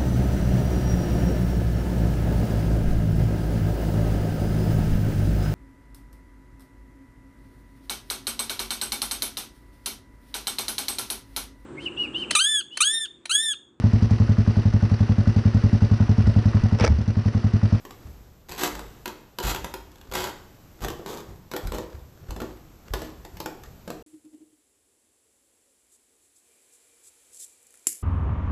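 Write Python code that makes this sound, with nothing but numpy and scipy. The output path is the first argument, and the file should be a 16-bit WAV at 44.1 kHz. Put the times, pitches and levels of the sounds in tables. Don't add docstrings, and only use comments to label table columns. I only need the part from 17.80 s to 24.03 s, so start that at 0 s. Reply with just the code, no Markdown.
import sys
import numpy as np
from scipy import signal
from scipy.fft import rfft, irfft
from scipy.io import wavfile

SR = 44100
rng = np.random.default_rng(int(sys.argv[2]) if len(sys.argv) > 2 else 0)


def generate_wav(sig):
    pcm = np.round(np.clip(np.atleast_2d(sig).T, -1, 1) * 32767).astype(np.int16)
    wavfile.write(sys.argv[1], SR, pcm)


N = 274566

# start, full load and end in seconds,
# level in dB, depth in dB, slips per second at full load. A row that ends before it starts has no slips.
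CREAKS = [(0.686, 0.71, 0.79, -29.5, -6, 135), (0.778, 0.841, 0.882, -20.5, -7, 370),
          (1.626, 1.703, 1.725, -20, -6, 366), (2.116, 2.286, 2.22, -38, -5, 39),
          (2.339, 2.36, 2.498, -23.5, -4, 320), (3.006, 3.036, 3.05, -30, 2.5, 237),
          (3.261, 3.295, 3.413, -31.5, 3, 250), (3.723, 3.784, 3.81, -43.5, 14, 224),
          (3.924, 3.931, 4.045, -35.5, 3, 240), (4.605, 4.609, 4.72, -42, 6, 210),
          (5.143, 5.236, 5.3, -38, 2, 210), (6.085, 6.11, 5.67, -36, 14, 220)]
# start in seconds, sag level in dB, pitch of the flexing stair in Hz,
# sole puff in dB. The full weight sounds low, a toe tap high.
FOOTFALLS = [(0.247, -32.5, 65.8, -40.5), (0.699, -46, 72, -44), (0.922, -36, 51.7, -56),
             (1.635, -23, 47, -25), (2.286, -36, 47.7, -43), (2.385, -40, 54.7, -40.5),
             (3.012, -29, 44.6, -30.5), (3.482, -38, 74.5, -37), (3.830, -29, 78, -29),
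             (3.853, -19, 41.4, -45), (4.136, -37, 64, -37.5), (4.41, -49, 67, -46.5),
             (4.484, -25, 49.4, -34.5), (5.103, -23, 49, -36.5), (5.531, -50, 60.6, -38),
             (5.869, -38.5, 61, -45)]
# offsets in dB for snap, knock, ping and tick.
LONE_SLIP_DB = [0.5, -14.5, -11, -15]
RING_TIME = np.arange(SR // 6) / SR


def cracks():
    # start in seconds, level in dB, depth in dB, pitch of the joint in Hz.
    releases = [(0.0509, -31.5, 2, 1070), (0.1068, -32.5, -0.5, 1170), (0.6922, -28.5, -5, 870),
                (0.7195, -25, -3, 1040), (0.834, -12.5, -2, 1190), (0.875, -22.5, -5, 926),
                (0.9519, -26.5, 0, 1050), (0.9925, -27.5, 1.5, 960), (1.257, -18, -3, 945),
                (1.2773, -24, 0.5, 990), (1.5858, -17, -6, 960), (1.601, -24, 5.5, 940),
                (1.7464, -20, 0, 863), (1.7603, -22, -10, 1000), (1.8441, -19.5, -1.5, 945),
                (1.939, -22, 0.5, 940), (2.3139, -30, -1, 1360), (2.322, -25.5, 1, 1054),
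                (2.3361, -21, -6.5, 862), (2.3526, -15.5, -4.5, 810), (2.471, -28, 8, 1390),
                (3.0368, -27.5, 8, 1090), (3.046, -20.5, 4.5, 760), (3.0833, -21.5, -3, 910),
                (3.1015, -26, 6, 1075), (3.1958, -47, 26, 830), (3.2604, -27.5, 8.5, 1080),
                (3.7141, -25, -3, 1040), (3.736, -25, 11.5, 1430), (3.7636, -18.5, -9, 820),
                (3.8709, -25.5, -26, 1390), (3.92, -25.5, 10, 1054), (3.9458, -28.5, 6, 735),
                (3.9831, -26.5, 11.5, 950), (4.5065, -27.5, 2, 940), (4.5627, -31.5, 11.5, 750),
                (4.6017, -28, 7, 1380), (4.617, -29.5, 15, 850), (5.1362, -16.5, 1, 980),
                (5.2176, -29.5, 10.5, 610), (5.449, -32.5, 4.5, 719), (5.569, -32.5, -11, 915),
                (5.6015, -21.5, 0, 966), (5.6589, -21.5, 5, 820), (5.835, -33.5, -8, 1230),
                (6.0765, -29.5, 11, 670), (6.102, -26, 8, 685)]
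    out = np.zeros(N)
    for start, db, depth_db, hz in releases:
        response = board(hz, tear_s=0.0022, joint_t60=0.015, main_db=2.5)
        add(out, start, slip_gains(LONE_SLIP_DB, db, depth_db) @ response)
    return out


def creaks():
    out = np.zeros(N)
    for row in CREAKS:
        add(out, row[0], creak(row, jitter=.2, uneven_db=2.5, joint_hz=959))
    return out


def creak(row, jitter, uneven_db, joint_hz, spots=5):
    # offsets in dB for snap, knock, ping and tick.
    makeup_db = [0.5, -15, -13, -15.5]
    slack_db, slack_rate = -8.5, 0.5
    start, full, end, db, depth_db, rate = row
    slips = np.zeros((spots, 4, SR // 4))
    now = start
    for k, (late, strong) in enumerate(rng.standard_normal((120, 2))):
        at = int((now - start) * SR)
        if now > end or at >= slips.shape[-1]:
            break
        slack = np.interp(now, [start, full, end], [0.65, 0, 1])
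        slip_db = db + slack_db * slack + uneven_db * strong
        slips[k % spots, :, at] = slip_gains(makeup_db, slip_db, depth_db)
        now += np.exp(jitter * late) / (rate * slack_rate ** slack)
    pitches = joint_hz * np.geomspace(.8, 1.3, spots)
    return sum(signal.fftconvolve(spot, board(hz, tear_s=0.0021), axes=1).sum(axis=0)
               for spot, hz in zip(slips, pitches))


def board(joint_hz, tear_s, joint_t60=0.02, main_db=-1):
    # pitch in Hz, level in dB, t60 in seconds.
    tread_modes = [(157.2, -7.5, 0.083), (202, -6.5, 0.061), (241, -8.5, 0.11), (311, -1.5, 0.066),
                   (360, 0, 0.053), (411, -5.5, 0.097), (479, -1, 0.057), (541, -3, 0.04), (626, -5, 0.051)]
    joint_modes = [(692, -7.5, 0.02), (841, 1.5, 0.021), (926, 0, 0.018), (1083, -0.5, 0.021),
                   (1247, 1.5, 0.015), (1505, -2.5, 0.018), (1727, -2, 0.013), (2100, -20, 0.0034),
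                   (2690, -13, 0.0048)]
    # frequency in Hz, level in dB.
    snap_colour = [(900, -7), (1600, -1.5), (2300, -4.5), (2900, -2), (3900, -2), (4800, -4), (5500, -7),
                   (6400, -5.5), (7000, -6), (7900, -3.5), (8600, -32), (10500, -12), (12000, -12.5)]
    tick_colour = [(8500, -11.5), (10500, -16), (11500, -5.5), (13000, -1), (14000, -8), (16000, -5.5)]
    energy_db = [10.05, 24.28, 21.66, 22.7]
    snap = burst(snap_colour, tear_s)
    knock = unit(ring(tread_modes, RING_TIME, spread_db=2.5))
    main_mode = unit(np.sin(2 * np.pi * joint_hz * RING_TIME) * fade(RING_TIME, joint_t60))
    side_modes = unit(ring(joint_modes, RING_TIME, spread_db=2.5))
    build = 1 - fade(RING_TIME, 0.022)
    ping = unit((from_db(main_db) * main_mode + side_modes) * build)
    tick = burst(tick_colour, 0.69 * tear_s)
    return from_db(energy_db)[:, None] * np.array([snap, knock, ping, tick])


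def slip_gains(makeup_db, level_db, depth_db):
    per_depth = [0, 0.94, 0.4, 0.0]
    return from_db(level_db + np.array(makeup_db) + depth_db * np.array(per_depth))


def ring(modes, t, spread_db):
    hz, db, t60 = np.transpose(modes)[:, :, None]
    strength = from_db(db + spread_db * rng.standard_normal(hz.shape)) * rng.choice([-1, 1], hz.shape)
    detune = 1 + 0.027 * rng.standard_normal(hz.shape)
    return np.sum(strength * np.sin(2 * np.pi * hz * detune * t) * fade(t, t60), axis=0)


def burst(colour, decay_s):
    envelope = np.exp(-RING_TIME / decay_s) * (1 - fade(RING_TIME, 0.014))
    return unit(noise(colour, len(RING_TIME)) * envelope)


def thuds(swell_cycles, sag_t60, puff_t60):
    # pitch in Hz, level against the sag in dB, t60 in seconds.
    flight_modes = [(51.1, -8.5, 0.63), (35.4, -11, 0.12), (71.15, -8, 0.48)]
    # frequency in Hz, level in dB.
    puff_colour = [(25, -14.5), (70, -2), (115, -3.5), (170, -11), (300, -36), (800, -28), (3000, -51)]
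    out, t = np.zeros(N), np.arange(SR) / SR
    hum = sum(from_db(db) * np.sin(2 * np.pi * hz * t) * fade(t, t60) for hz, db, t60 in flight_modes)
    for start, db, hz, puff_db in FOOTFALLS:
        press = 1 - np.exp(-(t * hz / swell_cycles) ** 2)
        sag = np.sin(2 * np.pi * hz * t) * fade(t, sag_t60)
        puff = noise(puff_colour, len(t)) * fade(t, puff_t60)
        add(out, start, press * (from_db(db) * (sag + hum) + from_db(puff_db) * puff))
    return out


def settling(level_db, spread_db, within_s, count=2):
    out = np.zeros(N)
    for _, _, end, *_ in CREAKS:
        for wait, strong in zip(rng.random(count), rng.standard_normal(count)):
            gains = slip_gains(LONE_SLIP_DB, level_db + spread_db * strong, depth_db=0)
            add(out, end + within_s * wait, gains @ board(joint_hz=950, tear_s=0.0017))
    return out


def hollow_flight(x):
    # centre in Hz, width in Hz, level in dB.
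    resonances = [(170, 16, -2), (300, 29, -5.5), (2090, 710, -10.5)]
    return x + sum(from_db(db) * signal.lfilter(*signal.iirpeak(hz, hz / width, fs=SR), x)
                   for hz, width, db in resonances)


def brushes(base_db, grain_db, lead_s, width_s):
    # frequency in Hz, level in dB.
    cloth_colour = [(120, -16), (350, 11.5), (800, -6.5), (1400, 0), (2500, -13), (5000, -13), (7900, -17),
                    (9000, -36), (13500, -21)]
    t, swell = np.arange(N) / SR, np.zeros(N)
    for start, sag_db, *_ in FOOTFALLS:
        gain = from_db(base_db + 0.39 * sag_db)
        swell += gain * np.exp(-(2 * (t - start + lead_s) / width_s) ** 2)
    catches = np.arange(0, N, 200)
    grain = np.interp(np.arange(N), catches, rng.standard_normal(len(catches)))
    return swell * from_db(grain_db * grain) * noise(cloth_colour, N)


def stairwell(x, build_s, early_db, early_t60, positions=7):
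    # frequency in Hz, t60 in seconds.
    hall_t60 = [(100, 1.2), (400, 0.56), (1500, 0.62), (4000, 0.47), (8000, 0.49), (14000, 0.3)]
    # frequency in Hz, level in dB.
    hall_db = [(60, -4), (200, -1.5), (400, 4.5), (1000, 0), (4000, -0.5), (8000, -4), (14000, -4)]
    t, echoes = np.arange(SR) / SR, 0
    edges_hz = np.geomspace(45, 16000, 13)
    white = rng.standard_normal((2, positions, len(t)))
    early = from_db(early_db) * fade(t, early_t60)
    far = from_db(-23.5) * fade(t, t60=1.77)
    build = 1 - np.exp(-t / build_s)
    for k, (low, high) in enumerate(zip(edges_hz, edges_hz[1:])):
        hz = np.sqrt(low * high)
        band = signal.sosfilt(signal.butter(2, [low, high], "band", fs=SR, output="sos"), white[k % 2])
        tails = unit(band * (early + fade(t, at_hz(hall_t60, hz)) + far) * build)
        echoes = echoes + tails * from_db(at_hz(hall_db, hz)) * np.sqrt(2 * positions * (high - low) / SR)
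    out, place = np.zeros(N), np.linspace(0, positions - 1, N)
    for k, echo in enumerate(echoes):
        near = np.flatnonzero(np.abs(place - k) < 1)
        crossfade = np.cos(np.pi / 2 * (place[near] - k))
        add(out, near[0] / SR, signal.fftconvolve(x[near] * crossfade, echo))
    return out


def room_hiss(base_db):
    # frequency in Hz, level in dB.
    air_colour = [(10, -10), (22, 3), (35, -1.5), (65, -1.5), (100, -0.5), (200, -6), (400, -12),
                  (1000, -18.5), (2000, -25.5), (4000, -29), (7900, -29), (8700, -40.5), (10200, -39.5),
                  (11500, -29), (14000, -26.5)]
    # time in seconds, level offset in dB.
    drift = [(0.33, 2.5), (0.64, -3.5), (1.05, 4.5), (1.53, -2), (2.2, -0.5), (3.35, 3), (3.63, -0.5),
             (4.1, 0), (6.2, 2.5)]
    drift_db = np.interp(np.arange(N) / SR, *np.transpose(drift))
    return from_db(base_db + drift_db) * noise(air_colour, N)


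def from_db(db):
    return 10 ** (np.asarray(db) / 20)


def unit(x):
    return x / np.sqrt(np.sum(x ** 2) + 1e-20)


def at_hz(points, hz):
    frequency, value = np.transpose(points)
    return np.interp(np.log(hz + 1e-9), np.log(frequency), value)


def noise(colour, size):
    gain = from_db(at_hz(colour, np.arange(size // 2 + 1) * SR / size))
    return unit(irfft(rfft(rng.standard_normal(size)) * gain, size)) * np.sqrt(size)


def fade(t, t60):
    return np.exp(-np.log(1000) * t / t60)


def add(track, start_s, sound):
    at = int(np.clip(round(start_s * SR), 0, N - 1))
    track[at:at + len(sound)] += sound[:N - at]


def scene():
    woodwork = cracks() + creaks() + settling(level_db=-47, spread_db=1.5, within_s=0.15)
    stairs = hollow_flight(woodwork + thuds(swell_cycles=0.52, sag_t60=0.3, puff_t60=0.3))
    echoes = stairwell(stairs, build_s=0.00084, early_db=1.5, early_t60=0.18)
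    air = room_hiss(base_db=-52)
    cloth = brushes(base_db=-44.5, grain_db=7.5, lead_s=0.002, width_s=0.079)
    return (stairs + echoes + cloth + air)[None]


def record(dry):
    cutoff_hz = 14120
    return signal.sosfilt(signal.ellip(10, .3, 70, cutoff_hz, fs=SR, output="sos"), dry)


dry = scene()
out = record(dry)
generate_wav(out)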